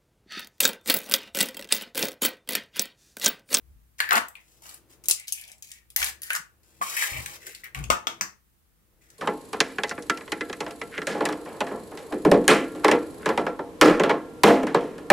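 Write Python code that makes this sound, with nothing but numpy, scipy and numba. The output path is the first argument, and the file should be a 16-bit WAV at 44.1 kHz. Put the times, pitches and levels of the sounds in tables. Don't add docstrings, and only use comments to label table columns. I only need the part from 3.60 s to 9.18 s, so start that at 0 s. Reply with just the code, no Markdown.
import sys
import numpy as np
from scipy import signal
from scipy.fft import rfft, irfft
from scipy.io import wavfile
from scipy.ndimage import uniform_filter1d
from numba import njit

SR = 44100
rng = np.random.default_rng(int(sys.argv[2]) if len(sys.argv) > 2 else 0)


def generate_wav(signal):
    frames = np.transpose(np.atleast_2d(signal))
    scaled = np.clip(frames, -1, 1) * 32767
    pcm = np.round(scaled).astype(np.int16)
    wavfile.write(sys.argv[1], SR, pcm)


def nominal_scale(level):
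    x = np.asarray(level, float) / 20
    return 10 ** x


N = 246078
TIME = np.arange(N) / SR
COUNTER_HZ = (61, 124.7)
SHELL_EDGE_HZ = 2200


def unit(x):
    return x / np.sqrt(np.mean(x ** 2) + 1e-30)


def peak(x, db):
    return x * nominal_scale(db) / np.abs(x).max()


def colour(x, points):
    hz, db = np.transpose(points)
    axis_hz = np.fft.rfftfreq(x.shape[-1], 1 / SR) + 1
    gain = nominal_scale(np.interp(np.log(axis_hz), np.log(hz), db))
    return irfft(rfft(x) * gain, x.shape[-1])


@njit
def svf(x, hz, q):
    y, b, l = np.empty(len(x)), 0., 0.
    for i in range(len(x)):
        g = np.tan(np.pi * hz[i] / SR)
        v = (b + g * (x[i] - l)) / (1 + g * (g + 1 / q))
        b, l, y[i] = 2 * v - b, l + 2 * g * v, v / q
    return y


def band(x, hz, q):
    return svf(x + 1e-18, np.clip(hz * np.ones(len(x)), 20, .42 * SR), float(q))


def above(x, hz):
    return signal.sosfilt(signal.butter(4, hz, "high", fs=SR, output="sos"), x)


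def waver(count, size):
    smooth = uniform_filter1d(rng.standard_normal(count), size=size)
    return unit(uniform_filter1d(smooth, size=size))


def swell(s, rise, fall, db):
    return nominal_scale(db - 29.5 * np.maximum((s - TIME) / rise, (TIME - s) / fall))


def add(out, s, sound):
    i = int(s * SR)
    sound = sound[:, :N - i]
    out[:, i:i + sound.shape[1]] += sound


# t/s, f/Hz
SHELL_RESONANCE = [(0.4, 1900), (0.54, 1404), (0.78, 2001), (1.4, 1600), (1.5, 2350), (1.75, 2520),
                   (2.1, 2150), (2.4, 1900), (2.72, 1680), (3.1, 1480), (3.25, 2170), (3.44, 1900),
                   (3.55, 2040), (3.68, 1900), (3.9, 1955), (4.05, 1900), (4.2, 2293), (5.5, 1830)]
# t/s, snap level/dB, shell body f/Hz, body level/dB
RINGING_BREAKS = [(0.392, -34.5, 1770, -34.5), (0.4026, -12, 1750, -11.5), (0.4898, -26.5, 1800, -22),
                  (0.508, -13.5, 1556, -11.5), (0.5196, -20.5, 1260, -12.5), (0.5292, -15.5, 1720, -17),
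                  (0.5549, -13.5, 1670, -43), (0.5665, -16.5, 1420, -37), (0.5778, -18, 1430, -23),
                  (0.7536, -35, 2600, -33.5), (1.0201, -40, 896, -55), (1.057, -39, 866, -47),
                  (2.3621, -6.5, 1940, -23.5), (2.4014, -28.5, 1860, -37), (2.4173, -19, 1650, -23),
                  (2.4277, -16.5, 1780, -17.5), (2.7038, -17.5, 1624, -19.5), (2.7507, -13.5, 1666, -26),
                  (3.2127, -36, 1080, -22.5), (3.2214, -50, 1110, -22.5), (3.3665, -16.5, 2260, -44),
                  (3.4227, -28.5, 1650, -17.5), (3.532, -38, 2200, -32), (3.6601, -21.5, 1720, -35),
                  (3.8676, -23.5, 1690, -36), (4.041, -28.5, 2210, -42.5), (4.147, -28, 2040, -25),
                  (4.1544, -31, 2340, -34), (4.1889, -33, 1740, -38), (4.2398, -27.5, 2590, -33.5)]
# t/s, snap level/dB, snap centre f/Hz
OPEN_SPLINTERS = [(0.6841, -30, 12500), (1.982, -46, 8000), (2.137, -39.5, 6620), (1.0922, -33, 6540),
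                  (1.1433, -30.5, 10830), (5.502, -43, 6500), (1.4386, -34.5, 7100), (1.457, -28.5, 8000),
                  (1.4846, -6.5, 10800), (1.4984, -11, 8950), (1.5107, -3, 7070), (1.5978, -25.5, 8850),
                  (1.6721, -37, 4400), (1.7231, -9.5, 7830), (1.7868, -36, 10100), (1.8126, -29.5, 10400),
                  (1.8387, -34, 3480), (1.8781, -38.5, 6050), (1.917, -30.5, 7780), (2.0237, -29, 6700),
                  (2.1163, -26, 7190), (2.3023, -34.5, 10870), (2.3895, -22.5, 9860), (2.4434, -11, 9900),
                  (2.4634, -19, 5200), (2.6187, -25, 11200), (2.6324, -22, 11100), (2.7321, -17, 9800),
                  (2.7607, -17.5, 5800), (3.949, -27, 5100)]


def cracks(out, kitchen):
    rows = []
    for s, snap_db, body_hz, body_db in RINGING_BREAKS:
        snap_hz = 5800 * np.exp(0.57 * rng.standard_normal())
        rows.append((s, snap_db, snap_hz, body_hz, body_db))
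    for s, snap_db, snap_hz in OPEN_SPLINTERS:
        body_hz = np.interp(s, *np.transpose(SHELL_RESONANCE))
        rows.append((s, snap_db, snap_hz, body_hz, snap_db - 27.5))

    t = TIME[:1024]
    splitting = (np.exp(-t / .0004) + .12 * np.exp(-t / .004)) * (1 - np.exp(-t / .0003))
    for s, snap_db, snap_hz, body_hz, body_db in rows:
        fracture = rng.standard_normal(len(t)) * splitting
        snap = band(fracture, snap_hz, 2.1) + 0.27 * band(fracture, 8000, 0.85)
        snap = above(snap, SHELL_EDGE_HZ)
        ring = band(band(fracture, body_hz, 6), body_hz, 0.91)
        add(out, s, kitchen(peak(snap, snap_db + 8.5) + peak(ring, body_db + 10.0), s))


# t/s, length/s, crackle level/dB, body level/dB, hollow level/dB
CRUSHED = [(0.382, 0.012, -37.5, -40.5, -51.5), (0.51, .075, -33, -21, -20.5),
           (1.488, 0.025, -24.5, -58, -43), (2.622, 0.11, -41.5, -41.5, -67),
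           (2.708, .065, -37, -25.5, -54)]
SQUEEZED = [(1.02, 0.16, -41.5, -85, -51.5), (1.285, .075, -50.5, -76.5, -61.5),
            (1.57, 0.087, -55.5, -37.5, -62), (2.368, .135, -23, -26.5, -35.5), (3.8, 0.22, -42, -41, -87),
            (0.8, 0.31, -57, -84.5, -71.5), (2.1, 0.14, -62, -50, -94)]
PEELED = [(0.403, .092, -39.5, -24.5, -39.5), (1.44, .036, -52, -73.5, -60), (1.675, .04, -32, -69, -67),
          (1.74, .2, -42, -39.5, -68), (0.755, .07, -57, -46, -55.5), (2.023, .17, -45.5, -47.5, -70.5),
          (2.303, .04, -57, -84.5, -81), (4.035, .045, -43, -29, -63), (4.146, .13, -45, -42, -40)]
GRIPPED = [(3.03, 0.23, -58.5, -68, -86), (3.213, 0.27, -30, -35.5, -39.5), (3.366, 0.079, -25.5, -22, -72),
           (3.47, .14, -34.5, -30, -39), (3.61, 0.16, -39.5, -46, -47.5), (5.41, 0.32, -61.5, -59, -82.5)]


def crunch(out, kitchen):
    swarms(out, kitchen, CRUSHED, start_db=-3.2, end_db=2.5, peak_at=.4, rate=4000, scatter_db=5.5)
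    swarms(out, kitchen, SQUEEZED, start_db=-8.5, end_db=-11.5, peak_at=.43, rate=2500, scatter_db=6)
    swarms(out, kitchen, PEELED, start_db=-1, end_db=-11, peak_at=.11, rate=1500, scatter_db=6)
    swarms(out, kitchen, GRIPPED, start_db=-.25, end_db=-11, peak_at=1, rate=7000, scatter_db=4.5)


def swarms(out, kitchen, rows, start_db, end_db, peak_at, rate, scatter_db):
    for s, length, crackle_db, body_db, hollow_db in rows:
        t = np.arange(0, length, 1 / SR)
        n = len(t)
        sizes = nominal_scale(scatter_db * np.minimum(rng.exponential(size=n), 3.0))
        sizes = sizes * np.sign(rng.standard_normal(n))
        grains = unit((rng.random(n) < rate / SR) * sizes + 1e-9) + 0.033 * rng.standard_normal(n)

        crackle_hz = 6850 * np.exp(0.1 * waver(n, size=1200))
        crackle = band(grains, crackle_hz, 3.9) + 2.0 * band(band(grains, 5800, 0.3), 5300, 0.04)
        crackle = unit(above(crackle, SHELL_EDGE_HZ))
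        crackle = crackle * nominal_scale(2 * waver(n, size=350))
        body_db = body_db + 2 * waver(n, size=600)

        body_hz = np.interp(s + t, *np.transpose(SHELL_RESONANCE))
        body_hz = body_hz * (1 + .08 * waver(n, size=500))
        body = band(grains, body_hz, 2.0) + 1.3 * band(grains, body_hz, 9)
        body = unit(band(body, body_hz, 1.7))
        hollow = unit(band(band(grains, 1080, 0.8), 1080, 0.97))

        edges = np.minimum(1, np.minimum(t, length - t) / 0.003)
        turns = [0, np.clip(peak_at, .02, .98), 1]
        effort = edges * nominal_scale(np.interp(t / length, turns, [start_db, 0, end_db]))
        layers = crackle * nominal_scale(crackle_db - 1.0) + body * nominal_scale(body_db - 4.0) + hollow * nominal_scale(hollow_db)
        add(out, s, kitchen(effort * layers, s))


# t/s, blow level/dB, shell f/Hz, bowl ring level/dB, brightness level/dB
EGG_TAPS = [
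    (4.302, -5.5, 1790, 1.5, 0.5),
    (4.47, -8.5, 2300, -12, -3.5),
    (4.61, -10.5, 1800, -23.5, 3),
]
# f/Hz, width/Hz, level/dB, t60/s
BOWL_AND_SLAB = [(1229, 45, 2, 0.17), (900, 440, -0.5, 0.066), (498.4, 170, -26, 0.017),
                 (1900, 420, -16, 0.027)]
# f/Hz, level/dB
TICK_COLOUR = [(200, 4.5), (482, -28), (1210, 4), (2800, -11), (3690, -11), (5840, -11.5), (8740, -32),
               (16000, -33)]


def knocks(out, kitchen):
    t = TIME[:14000]
    push = np.exp(-t / 0.00074) + 0.081 * np.exp(-t / 0.029)
    for s, blow_db, shell_hz, ring_db, bright_db in EGG_TAPS:
        jolt = rng.standard_normal(len(t))
        hit = jolt * push
        tick = colour(jolt, [(100, -46.5)] + TICK_COLOUR + [(20000, -62.5)]) * push
        shell = band(hit, shell_hz, 5) + .8 * band(hit, 1.45 * shell_hz, 5)
        bright = band(band(hit, 6000, 2.0), 6000, 1.0) + .25 * band(hit, 12000, 1.5)
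        ring = 0
        for hz, width_hz, db, t60 in BOWL_AND_SLAB:
            rough = 1.6 * unit(band(jolt, hz, hz / width_hz))
            ring = ring + nominal_scale(db - 60 * t / t60) * (np.sin(2 * np.pi * hz * t) + rough)
        thud = np.sin(2 * np.pi * COUNTER_HZ[0] * t) * np.exp(-t / 0.01)
        thud = band(thud, COUNTER_HZ[0], 0.7)
        blow = peak(tick, 3.2) + peak(shell, -1) + peak(bright, bright_db) + peak(ring, ring_db)
        thud_db = blow_db + 2 * ring_db - 31
        add(out, s, kitchen(above(blow, 110) * nominal_scale(blow_db) + thud * nominal_scale(thud_db), s))


# t/s, effort level/dB
HAND_EFFORT = [(0, -6), (0.36, -12.5), (0.56, 17.5), (0.73, -10), (1.0, 2), (1.5, 6), (1.68, -14.5),
               (1.8, -9), (2.3, -11.5), (2.45, 2), (2.9, -6), (3.21, 5), (3.47, 0), (3.55, 14), (3.95, 0.5),
               (4.63, 13.5), (4.85, -19.5), (5.58, 4)]
STIR_LEVEL = (-70, -75.5, -70)
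STIR_GAIN = (0.13, .6, 1.0)
# t/s, rise/s, fall/s, low mode level/dB, second mode level/dB
HAND_LEANS = [(0.11, 0.18, 0.33, -52, -94), (2.43, 0.19, 0.25, -54, -70.5), (3.522, 0.0083, 0.23, -49, -48),
              (3.598, .08, 0.087, -44.5, -43.5), (4.175, .03, .12, -39.5, -36.5),
              (4.22, 0.046, .14, -40, -37), (4.312, .06, 0.044, -35, -43.5)]
# f/Hz, sharpness (Q), level/dB
SKIN_RUB = [(223, 0.83, 4.5), (330, 22, 1), (433, 11, -6)]


def shake():
    effort_db = np.interp(TIME, *np.transpose(HAND_EFFORT))
    *stirs, rub = (nominal_scale(db + gain * effort_db) for db, gain in zip(STIR_LEVEL, STIR_GAIN))
    out = 0
    for k, hz in enumerate(COUNTER_HZ):
        leans = sum(swell(s, rise, fall, dbs[k]) for s, rise, fall, *dbs in HAND_LEANS)
        mode_hz = hz * (1 + 0.12 * waver(N, size=1500))
        mode = unit(np.sin(2 * np.pi * np.cumsum(mode_hz) / SR))
        loose = [unit(band(band(rng.standard_normal(N), hz, 0.99), hz, 0.99)) for _ in range(2)]
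        out = out + (stirs[k] + leans) * (mode + .6 * np.array(loose))
    skins = rng.standard_normal((2, N))
    mid, side = (unit(sum(nominal_scale(db) * unit(band(skin, hz, q)) for hz, q, db in SKIN_RUB)) for skin in skins)
    return out + rub * (mid + 0.13 * side * np.array([[1], [-1]]))


# t/s, rise/s, fall/s, slab f/Hz, level/dB
SLAB_DRAGS = [(0.571, 0.055, 0.087, 245, -38), (1.3, .3, .25, 270, -67.5),
              (2.799, 0.096, 0.056, 156, -57.5), (1.508, .02, .04, 420, -50.5),
              (0.54, .05, 0.07, 420, -42.5), (3.213, 0.027, 0.092, 210, -51.5), (3.76, .04, .2, 480, -60.5),
              (3.9, .14, 0.047, 435, -52), (1.9, .25, 0.31, 700, -68)]


def drags():
    out = 0
    for s, rise, fall, hz, db in SLAB_DRAGS:
        hum = band(band(rng.standard_normal(N), hz, 3.0), hz, 1.5)
        out = out + swell(s, rise, fall, db) * unit(hum)
    return out


# f/Hz, t60/s, tail level/dB
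KITCHEN_TAIL = [(300, .26, -4), (800, .28, -4), (2000, .25, -5), (4000, .22, -5.5), (8000, .2, -5.5),
                (14000, .17, -6)]
# t/s, level/dB
NEAR_ECHOES = [(.0012, -8), (.003, -11), (.0055, -13), (.009, -15)]


def make_kitchen():
    t = TIME[:14000]
    air = rfft(rng.standard_normal(65536))
    axis = np.log(np.fft.rfftfreq(65536, 1 / SR) + 1)
    hz, t60s, dbs = np.transpose(KITCHEN_TAIL)
    bands = [irfft(air * np.interp(axis, np.log(hz), share)) for share in np.eye(len(hz))]
    build_up = 1 - np.exp(-t / .005)
    fades = [nominal_scale(db - 60 * t / t60) * np.sqrt(np.log(1e6) / t60 / SR) * build_up
             for t60, db in zip(t60s, dbs)]

    def kitchen(sound, when):
        lag_s = .0002 if 1.3 < when < 2.95 else .0004
        response = np.zeros((2, len(t)))
        for port, lag in enumerate((0, int(lag_s * SR))):
            response[port, lag] = nominal_scale(-3.3)
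            for s, db in NEAR_ECHOES:
                delay = int(s * SR * rng.uniform(.7, 1.3))
                response[port, lag + delay] += nominal_scale(db) * rng.choice([-1, 1])
            start = rng.integers(len(bands[0]) - len(t))
            response[port] += sum(b[start:start + len(t)] * fade for b, fade in zip(bands, fades))
        return signal.fftconvolve(sound[None], response, axes=1) * nominal_scale(-3.5)
    return kitchen


# f/Hz, level/dB
FLOOR_COLOUR = [(15, -39.5), (25, -2), (161, 1.5), (335, -10.5), (600, -16.5), (1260, -14), (5000, -21),
                (16000, -15)]


def floor():
    return unit(colour(rng.standard_normal((2, N)), FLOOR_COLOUR)) * nominal_scale(-66.5)


def scene():
    egg, kitchen = np.zeros((2, N)), make_kitchen()
    for source in (cracks, crunch, knocks):
        source(egg, kitchen)
    lean = np.array([[.5], [-.5]])
    egg_left_db, shake_left_db = 3.1, 4
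    return egg * nominal_scale(egg_left_db * lean) + (shake() + drags()) * nominal_scale(shake_left_db * lean) + floor()


def top_cut(x):
    return signal.sosfilt(signal.butter(12, 16510, fs=SR, output="sos"), x)


def record(dry):
    cut = signal.sosfilt(signal.ellip(5, .3, 35, 15500, fs=SR, output="sos"), dry)
    mix = np.clip(cut, -1, 1)
    return top_cut(mix)


dry = scene()
out = record(dry)
generate_wav(out)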